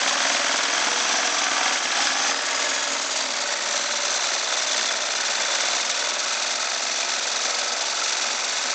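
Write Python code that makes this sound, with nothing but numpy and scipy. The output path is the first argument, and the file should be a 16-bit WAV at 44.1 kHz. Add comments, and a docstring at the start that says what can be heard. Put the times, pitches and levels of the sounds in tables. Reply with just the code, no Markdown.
"""A power drill drives a hole saw through a steel pipe clamped in a jig, about 21 turns a second.
From the start the teeth knock, scrape and chatter in a lopsided pattern on every turn, ringing the
pipe, saw cup and jig over the motor's hum. Soon teeth also catch, chirp and slip, and the steel squeals.
After about two seconds the listener moves from beside the jig, past the vice, to face the drill.
In the last two seconds the saw spins a little faster and cuts on more evenly."""
import sys
import numpy as np
from scipy import signal
from scipy.fft import rfft, irfft
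from scipy.io import wavfile

SR = 44100
rng = np.random.default_rng(int(sys.argv[2]) if len(sys.argv) > 2 else 0)


def wrap_up_sound(samples):
    """Save the sound to the file named by the first command line argument, as 16-bit audio."""
    columns = np.atleast_2d(samples).T
    # keep every value between -1 and 1, then stretch to whole-number steps
    tamed = np.clip(columns, -1, 1)
    steps = np.round(tamed * 32767).astype(np.int16)
    wavfile.write(sys.argv[1], SR, steps)


N = 385434
T = np.arange(N) / SR
TOP_HZ = 8750  # upper edge of the sound
RING_S = 0.0016  # chirps and chatter longer than this fall less in pitch

# Speed of the saw, which sags when the drill is leant on: time_s, turns_per_s
SAW_SPEED = [(0, 21.41), (.42, 20.42), (.87, 22.04), (1.22, 22.04), (1.44, 20.83), (2.04, 20.07),
             (2.38, 21.33), (2.78, 21.65), (3.37, 19.93), (3.7, 19.74), (4.16, 21.43), (4.98, 20.51),
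             (5.4, 19.77), (6.18, 21.15), (6.57, 22.24), (8.24, 22.33), (8.74, 23.01)]
# Where the listener is: time_s, place (0 beside the jig, 1 at the vice, 2 in front)
LISTENER_PATH = [(0, 0.088), (2.25, 0.013), (2.4, 1.3), (2.8, 0.67), (3.5, 1.56), (8.74, 2)]


def knocks(turns, slam_db=-11, rub_db=-2, ping_db=-4):
    """Tooth blows, pinging burrs (rough bits of steel) and a little rubbing shake the pipe and jig."""
    rub = filt(rng.standard_normal(N), 400, "high", order=1)
    blows = filt(teeth(turns, memory=0.79, jitter_s=.00005), 520, "high", order=4)
    force = blows + undb(slam_db) * high_tooth(turns) + undb(rub_db) * rub
    force = unit(filt(force, 2700, "low", order=3))
    force += undb(ping_db) * pings(turns, 724, 2790, length_s=0.0021, spread_db=1, count=22)
    knock_gain, _ = bite(turns)
    return ring_steel(force * knock_gain * undb(0.2 * walk(70)), tail_db=-3.5, tail_s=0.026)


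def scrape(turns, edge_db=-5, ping_db=-4, grain_db=3, hiss_hz=7300, wobble_db=1.5, rub_angle=0.92):
    """Chips shear off in tiny slips, mixed with the ticks and pings of the tooth edges."""
    slips = unit(rng.standard_normal(N) * undb(grain_db * walk(2500)))
    force = slips + undb(edge_db) * teeth(turns, memory=0.67, jitter_s=.00015)
    force = filt(force, 2900, "high", order=3)
    force = unit(filt(force, TOP_HZ, "low", order=8))
    force += undb(ping_db) * pings(turns, 2864, 7475, length_s=0.0022, spread_db=0, count=30)
    # the cup wobbles and rubs the wall once a turn, which brightens the highest hiss
    wobble = undb(wobble_db * np.cos(2 * np.pi * (turns - rub_angle)))
    force = filt(force, hiss_hz, "low", order=7) + wobble * filt(force, hiss_hz, "high", order=7)
    _, scrape_gain = bite(turns)
    return ring_steel(force * scrape_gain * undb(walk(90)), tail_db=-6, tail_s=0.054)


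def teeth(turns, memory, jitter_s, count=90):
    """Unevenly spaced teeth hit both walls of the cut; each blow is like the one a turn before."""
    laps = np.arange(-1, int(turns[-1]) + 2)[:, None]
    angles = (np.arange(count) + rng.random(count)) / count
    chance = rng.standard_normal((256, 2, count))[:len(laps)]
    strength = signal.lfilter([1], [1, -memory], chance[:, 0], axis=0)
    when = np.interp(laps + angles, turns, T, left=-1, right=-1) + jitter_s * chance[:, 1]
    at = np.round(when * SR).astype(int)
    inside = (at >= 0) & (at < N)
    return unit(np.bincount(at[inside], strength[inside], N))


def high_tooth(turns, angle=.37, scatter_db=1, front_db=-7):
    """One tooth sticks out and slams the wall once a turn, loudest from beside the jig."""
    laps = np.arange(int(turns[-1] - angle) + 1)
    at = (np.interp(laps + angle, turns, T) * SR).astype(int)
    place, = curves(LISTENER_PATH)
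    level_db = front_db * place[at] / 2 - scatter_db * rng.standard_normal(256)[:len(laps)]
    return unit(np.bincount(at, undb(level_db), N))


def pings(turns, low_hz, high_hz, length_s, spread_db, count, life_turns=3):
    """A burr pings at the same angle and pitch for a few turns, until it is cut off and another forms."""
    laps = np.arange(int(turns[-1]) + 1)[:, None]
    burr = (laps / life_turns + rng.random(count)).astype(int)
    angle, pitch, size = rng.random((3, 256, count))[:, burr, np.arange(count)]
    when = np.interp(laps + angle, turns, T, left=-1, right=-1)
    hz = low_hz + (high_hz - low_hz) * (np.arange(count) + pitch) / count
    gain = undb(spread_db * size)
    return unit(short_tones(when.ravel(), hz.ravel(), gain.ravel(), length_s, fall_per_s=35))


def bite(turns, side_depth=0.4, front_depth=1.35):
    """Knock and scrape gains as the saw goes round; the scrape pulses more deeply from the front."""
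    # How hard the saw bites round one turn: angle_turns, knock_db, scrape_db (scaled by depth)
    bite_pattern = [(0, -5.5, 1), (.06, -4.5, 2), (.14, -5, -1.5), (.22, -8, -2), (.31, -2.5, 1.3),
                    (.4, -1.5, 0), (.48, -5, -2), (.53, -7, -4.5), (.59, -6.5, -2), (.67, -3, 1.5),
                    (.75, -1, 1.5), (.83, -3.5, 1.2), (.92, -6, .5)]
    angle, *columns = np.transpose(bite_pattern)
    knock_db, scrape_db = [np.interp(turns, angle, column, period=1) for column in columns]
    place, = curves(LISTENER_PATH)
    depth = side_depth + (front_depth - side_depth) * place / 2
    return undb(knock_db), undb(depth * scrape_db)


def grip_loss_db(drop_s=0.02):
    """The saw slips free: the level drops quickly, then climbs back as the teeth dig in again."""
    # Slips of the saw: start_s, drop_db, recovery_s
    slips = [(.88, 1.5, 0.39), (1.28, 1.5, 0.18), (1.764, 4, 0.22), (2.115, 2, 0.24), (2.32, 4, 0.19),
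             (4.361, 1.5, 0.16), (4.92, 2, 0.68), (5.79, 1.5, 0.15), (7.64, 1.5, 0.74)]
    loss_db = 0
    for start, drop_db, recovery_s in slips:
        drop = np.clip((T - start) / drop_s, 0, 1)
        still_loose = np.clip(1 - (T - start - drop_s) / recovery_s, 0, 1)
        loss_db += drop_db * drop * still_loose
    return loss_db


def cup_flares(scraping):
    """When the saw bites deeper, one ringing note of its cup stands out from the scraping."""
    # Deeper bites: start_s, end_s, pitch_hz, width_hz, lift_db
    surges = [(.85, 1.5, 5850, 400, 3.5), (2.15, 2.34, 6270, 400, 6), (2.45, 3.2, 6780, 300, 7),
              (3.1, 3.6, 4620, 250, 4), (3.4, 4.3, 7330, 200, 4), (3.65, 4.4, 6100, 700, 2.5),
              (3.7, 4.5, 4100, 400, 3), (4, 6.2, 5020, 80, 5), (6.1, 9, 4950, 90, 6)]
    out = scraping
    for start, end, hz, width_hz, lift_db in surges:
        band = signal.lfilter(*signal.iirpeak(hz, hz / width_hz, fs=SR), scraping)
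        out = out + (undb(lift_db) - 1) * swell(T, start, end) * band
    return out


def ring_steel(force, tail_db, tail_s):
    """A force rings the pipe, cup and jig, whose tone changes as the listener moves round them."""
    force = signal.oaconvolve(force, bending_waves(tail_db, tail_s), "same")
    place, = curves(LISTENER_PATH)
    heard = 0
    for spot in range(3):
        share = np.clip(1 - abs(place - spot), 0, 1)
        heard += share * unit(signal.oaconvolve(force, steel_response(spot))[:N])
    return unit(heard)


def steel_response(place, size=4096):
    """How the steel rings after one sharp tap, heard from one place."""
    # Broad tone of the steel: pitch_hz, beside_db, vice_db, front_db
    tone_shape = [(60.0, -35.5, -29, -31.5), (136, -15, -16, -21), (212, -10, -14.5, -10),
                  (223, 1, -9.5, -3.5), (388, -12.5, -6, -7), (525, -6.5, -10.5, -6), (570, -2.5, -2, -6.5),
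                  (1790, -1.5, -7, -5), (3120, -4, -2, -8), (3790, -4, 0, -2.5), (6500, -4, -2, -7),
                  (7260, -8, -6, -7), (8050, -10, -7, -14.5), (8700, -26, -22, -24)]
    # Ringing notes of pipe, cup and jig, and dips between: pitch_hz, width_hz, beside_db, vice_db, front_db
    resonances = [(291, 54, 4, 3.5, -0.5), (346, 130, 6.5, -0.5, 1), (484, 19, 1, 8.5, 5.5),
                  (590, 70, -0.5, 5.5, 7.5), (659, 49, -1.5, 3.5, -2.5), (677, 43, 5, 0, 9.5),
                  (732, 55, 1.5, -8.5, 2.5), (815, 12, 0, -3, -0.5), (907, 65, 2.5, 4, 4.5),
                  (1157, 29, 6.5, 3, 3.5), (1220, 25, -0.5, -3, -5.5), (1304, 71, 2.5, 4, 6),
                  (1505, 140, 3, 3.5, 5.5), (1673, 98, 3.5, 3.5, -0.5), (1840, 64, -1, 7, 0),
                  (2107, 110, 0, 4.5, 2), (2500, 610, 1, -1, 3.5), (2936, 79, -1.5, 0, 6.5),
                  (2990, 120, 2, 0, -6), (3270, 140, 5, 1, -0.5), (3484, 110, 5, 0.5, 5.5),
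                  (4370, 130, -0.5, -3, 1), (4580, 110, 1, 2, 4.5), (4800, 180, 2, 1, -6),
                  (5400, 160, 0, -1, -3), (5635, 110, 3, 2, 7), (6080, 460, 3.5, 2.5, 5.5),
                  (6470, 270, 0, 0, 2), (7290, 310, 1.5, 0.5, 3), (7370, 120, 1, 4.5, 1)]
    hz = np.arange(size // 2 + 1) * SR / size + 1
    shape_hz, *shape_db = np.transpose(tone_shape)
    db = np.interp(np.log(hz), np.log(shape_hz), shape_db[place])
    for pitch_hz, width_hz, *lift_db in resonances:
        db += lift_db[place] * peak(hz, pitch_hz, width_hz)
    # minimum phase: all the ringing comes after the tap, none before it
    cepstrum = irfft(np.log(undb(db)))
    cepstrum[1:size // 2] *= 2
    cepstrum[size // 2 + 1:] = 0
    return irfft(np.exp(rfft(cepstrum)))


def bending_waves(tail_db, tail_s, size=4096):
    """Waves in the steel reach the air by many paths, which shifts each pitch in time but not in level."""
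    paths = rng.standard_normal(size) * undb(-60 * T[:size] / tail_s)
    paths *= undb(tail_db) / np.linalg.norm(paths)
    paths[0] += 1
    spectrum = rfft(paths, 2 * size)
    return np.roll(irfft(spectrum / abs(spectrum)), size)


def chatter(turns, detune=.009, scatter_db=1.8, jitter_s=.00008, fall_per_s=14):
    """Each chattering tooth rings the steel once a turn, a little different in pitch and force each time."""
    # Chattering teeth: start_s, end_s, angle_turns, pitch_hz, length_s, level_db
    chattering_teeth = [(-.3, 2.6, .76, 710, .003, -28.5), (-.3, 1.9, .42, 690, .004, -31),
                        (-.3, 2.4, .39, 1450, .0018, -25), (-.3, 2.4, .76, 1600, .0018, -26.5),
                        (-.3, 1.8, .35, 2200, .0017, -26.5), (-.3, 1.8, .68, 1080, .002, -30),
                        (-.3, 1.2, .38, 4450, .002, -29), (3.3, 6.1, .09, 740, .003, -31),
                        (2.6, 6.1, .72, 695, .004, -34), (3, 6.1, .77, 1490, .0018, -25),
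                        (2.6, 6.1, .42, 1300, .0025, -31), (3, 6.1, .32, 1860, .002, -29.5),
                        (3.6, 7.4, .06, 6210, .0017, -28), (3.6, 6.1, .69, 4090, .0014, -26),
                        (4, 6.2, .08, 3535, .0045, -27), (4.5, 9, .22, 2520, .003, -30),
                        (6, 9, .1, 840, .004, -35.5), (6, 9, .29, 590, .0035, -35),
                        (6, 9, .37, 670, .004, -35), (6, 9, .71, 760, .003, -34),
                        (6, 9, .78, 1590, .002, -28.5), (6, 9, .41, 1290, .004, -30.5),
                        (6, 9, .33, 1700, .0015, -32), (6, 9, .68, 2050, .0025, -33),
                        (6, 8, .63, 3850, .0014, -28), (5.5, 9, .88, 4530, .004, -30.5),
                        (1.9, 2.36, .16, 815, .006, -26), (1.4, 2.32, .45, 1670, .004, -26.5)]
    laps = np.arange(int(turns[-1]) + 1)
    out = 0
    for start, end, angle, hz, length_s, db in chattering_teeth:
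        pitch, strength, late = rng.standard_normal((len(laps), 3)).T
        when = np.interp(laps + angle, turns, T, left=-1, right=-1) + jitter_s * late
        gain = undb(db + scatter_db * strength) * swell(when, start, end)
        fall = fall_per_s * min(1, (RING_S / length_s) ** 2)
        out += short_tones(when, hz * (1 + detune * pitch), gain, length_s, fall, size=768)
    return out


def catches(fade_s=0.014, gain_db=-13, size=2048):
    """A tooth catches and tears a chip free, sending a short, hard crack through the steel."""
    # Torn chips: start_s, strength_db (gain_db is added)
    torn_chips = [(.076, -2.5), (.542, -11), (1.092, -0.5), (1.186, -12), (1.273, -5.5), (1.756, -17),
                  (2.071, -1), (3.525, -4), (3.757, -4.5), (4.053, -3), (5.551, -0.5), (7.588, -4)]
    force = np.zeros(N + size)
    for start, db in torn_chips:
        at = int(start * SR)
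        force[at:at + size] += undb(db + gain_db - 60 * T[:size] / fade_s) * rng.standard_normal(size)
    return np.std(force) * ring_steel(filt(force[:N], 450, "high"), tail_db=0, tail_s=0.068)


def chirps(turns, fall_per_s=20, detune=.008):
    """A snagged tooth slips with a short falling chirp, once a turn until it clears."""
    # Snagged teeth: start_s, turn_count, pitch_hz, length_s, level_db
    snags = [(.738, 1, 6100, .0016, -15), (2.023, 2, 5240, 0.0042, -21.5), (2.055, 4, 1590, 0.0024, -28),
             (2.247, 2, 2520, 0.0027, -19.5), (2.248, 4, 1890, 0.0024, -21), (2.437, 5, 2050, 0.0022, -22),
             (4.381, 1, 4100, 0.0022, -29), (4.475, 1, 4030, .002, -18), (4.69, 1, 3510, 0.0045, -25),
             (4.892, 1, 3500, 0.0068, -21.5), (7.03, 1, 2450, .002, -19)]
    repeats = [(np.interp(start, T, turns) + lap, *sound)
               for start, turn_count, *sound in snags for lap in range(round(turn_count))]
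    angle, hz, length_s, db = np.transpose(repeats)
    when = np.interp(angle, turns, T)
    hz = hz * (1 + detune * rng.standard_normal(len(repeats)))
    fall = fall_per_s * np.minimum(1, (RING_S / length_s[:, None]) ** 2)
    return short_tones(when, hz, undb(db), length_s[:, None], fall)


def squeals(turns, flutter_db=2, waver_hz=18):
    """Rubbing keeps a note of the cup or pipe singing for a while, pulsing with the bite."""
    # Singing notes: start_s, end_s, pitch_hz, level_db
    notes = [(1.1, 1.85, 745, -37), (1.9, 2.35, 815, -39), (1.4, 2.35, 1695, -39), (2.3, 2.95, 1675, -39),
             (1.9, 2.68, 5040, -39), (2.45, 2.67, 5050, -40), (2.6, 2.88, 3400, -38), (4.1, 4.9, 6035, -43),
             (2.2, 3.15, 278, -49), (6.1, 8.3, 5635, -49), (4.4, 6.2, 3515, -45), (6.1, 8.7, 1300, -50)]
    _, scrape_gain = bite(turns)
    pressure = scrape_gain ** 1.5
    out = 0
    for start, end, hz, db in notes:
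        tone = np.sin(2 * np.pi * np.cumsum(hz + waver_hz * walk(120)) / SR)
        out += undb(db) * swell(T, start, end) * unit(tone * pressure * undb(flutter_db * walk(30)))
    return out


def pipe_drone(turns, pitch_hz=578, width_hz=38, angle=.3):
    """A push on every turn keeps the hollow pipe humming near its own pitch."""
    # Loudness of the pipe's hum: time_s, level_db
    hum_levels = [(0, -35), (.55, -39), (1, -50), (2.4, -46), (3, -41), (3.6, -43), (4.7, -41.5),
                  (5.3, -46), (6.6, -50)]
    level_db, = curves(hum_levels)
    pushes = np.diff(np.floor(turns - angle), prepend=np.floor(turns[0] - angle))
    pipe = signal.iirpeak(pitch_hz, pitch_hz / width_hz, fs=SR)
    return undb(level_db) * unit(signal.lfilter(*pipe, signal.lfilter(*pipe, pushes)))


def motor(turns, flutter_db=2.5, jig_hz=484, jig_width_hz=30, jig_lift_db=9):
    """Motor and gears hum in step with the saw; a tone near the jig's own pitch grows louder."""
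    # Motor and gear tones: cycles_per_turn, beside_db, vice_db, front_db
    tones = [(11, -54, -56, -55.5), (13, -53, -50.5, -63), (16, -57, -62, -58.5), (17, -58, -59, -57.5),
             (19, -61, -60, -60), (22, -53, -53.5, -59.5), (31, -52, -47.5, -53), (34, -51, -55, -49.5)]
    place, = curves(LISTENER_PATH)
    turns_per_s, = curves(SAW_SPEED)
    out = 0
    for cycles, *place_db in tones:
        lift_db = jig_lift_db * peak(cycles * turns_per_s, jig_hz, jig_width_hz)
        db = np.interp(place, [0, 1, 2], place_db) + lift_db + flutter_db * walk(15)
        out += undb(db) * unit(np.sin(2 * np.pi * cycles * turns))
    return out


def yard_rumble(level_db=-67.5, top_hz=190):
    """Faint low rumble of the yard."""
    return undb(level_db) * unit(filt(rng.standard_normal(N), top_hz, "low"))


def short_tones(when, hz, gain, length_s, fall_per_s, size=512):
    """Short tones that rise quickly, ring out more slowly and fall in pitch."""
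    offset = np.arange(-size, size)
    t = offset / SR
    stretch = np.where(t < 0, .6, 1.4)
    envelope = np.exp(-(t / (stretch * length_s)) ** 2)
    wave = envelope * np.sin(2 * np.pi * hz[:, None] * t * (1 - fall_per_s * t / 2))
    at = np.round(when * SR).astype(int)[:, None] + offset
    inside = (at >= 0) & (at < N)
    return np.bincount(at[inside], (gain[:, None] * wave)[inside], N)


def swell(t, start, end):
    """A gain that rises quickly after the start, holds, and dies away just before the end."""
    return abs(np.sin(np.pi * np.clip((t - start) / (end - start), 0, 1))) ** (1 / 4)


def peak(hz, centre_hz, width_hz):
    """A hump that is 1 at the centre pitch and falls away on both sides."""
    return 1 / (1 + (2 * (hz - centre_hz) / width_hz) ** 2)


def undb(db):
    """Turn decibels into a gain."""
    return 10 ** (np.asarray(db) / 20)


def unit(x):
    """Scale to an average (rms) level of 1."""
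    return x / np.sqrt(np.mean(x ** 2))


def curves(table):
    """Columns of a time table, joined by straight lines."""
    times, *columns = np.transpose(table)
    return [np.interp(T, times, column) for column in columns]


def filt(x, hz, kind, order=2):
    """Keep the "low" or the "high" side of a pitch."""
    return signal.sosfilt(signal.butter(order, hz, kind, fs=SR, output="sos"), x)


def walk(rate_hz):
    """Smooth random wandering of typical size 1."""
    return unit(np.interp(T * rate_hz, np.arange(N), rng.standard_normal(N)))


def scene(start_angle=.03, unsteady_db=0.37, scrape_grip_share=0.96):
    """The turning saw times the cut; how it is fed into the steel, and its slips, set how loud."""
    # Strength of the cut while the saw grips fully: time_s, knock_db, scrape_db
    feed = [(0, -25, -25), (1.6, -25.5, -25.5), (2.05, -25.5, -25), (2.65, -26.5, -27.5),
            (2.95, -28.5, -28.5), (3.45, -29.5, -28.5), (3.85, -29, -27.5), (4.8, -28, -26),
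            (5.7, -27.5, -26), (6.55, -31, -27.5), (7.55, -29.5, -26.5), (8.74, -30.5, -27)]
    knock_db, scrape_db = curves(feed)
    turns_per_s, = curves(SAW_SPEED)
    turns = start_angle + np.cumsum(turns_per_s) / SR  # all angles are counted in turns
    grip_db = unsteady_db * walk(21) - grip_loss_db()
    mix = undb(knock_db + grip_db) * knocks(turns)
    mix += undb(scrape_db + scrape_grip_share * grip_db) * cup_flares(scrape(turns))
    mix += undb(grip_db) * chatter(turns)
    mix += catches() + chirps(turns) + squeals(turns)
    mix += pipe_drone(turns) + motor(turns) + yard_rumble()
    return mix[None]


def record(dry):
    """Cut the highest treble off steeply."""
    return signal.sosfilt(signal.ellip(10, .2, 80, TOP_HZ, fs=SR, output="sos"), dry)


dry = scene()
out = record(dry)
wrap_up_sound(out)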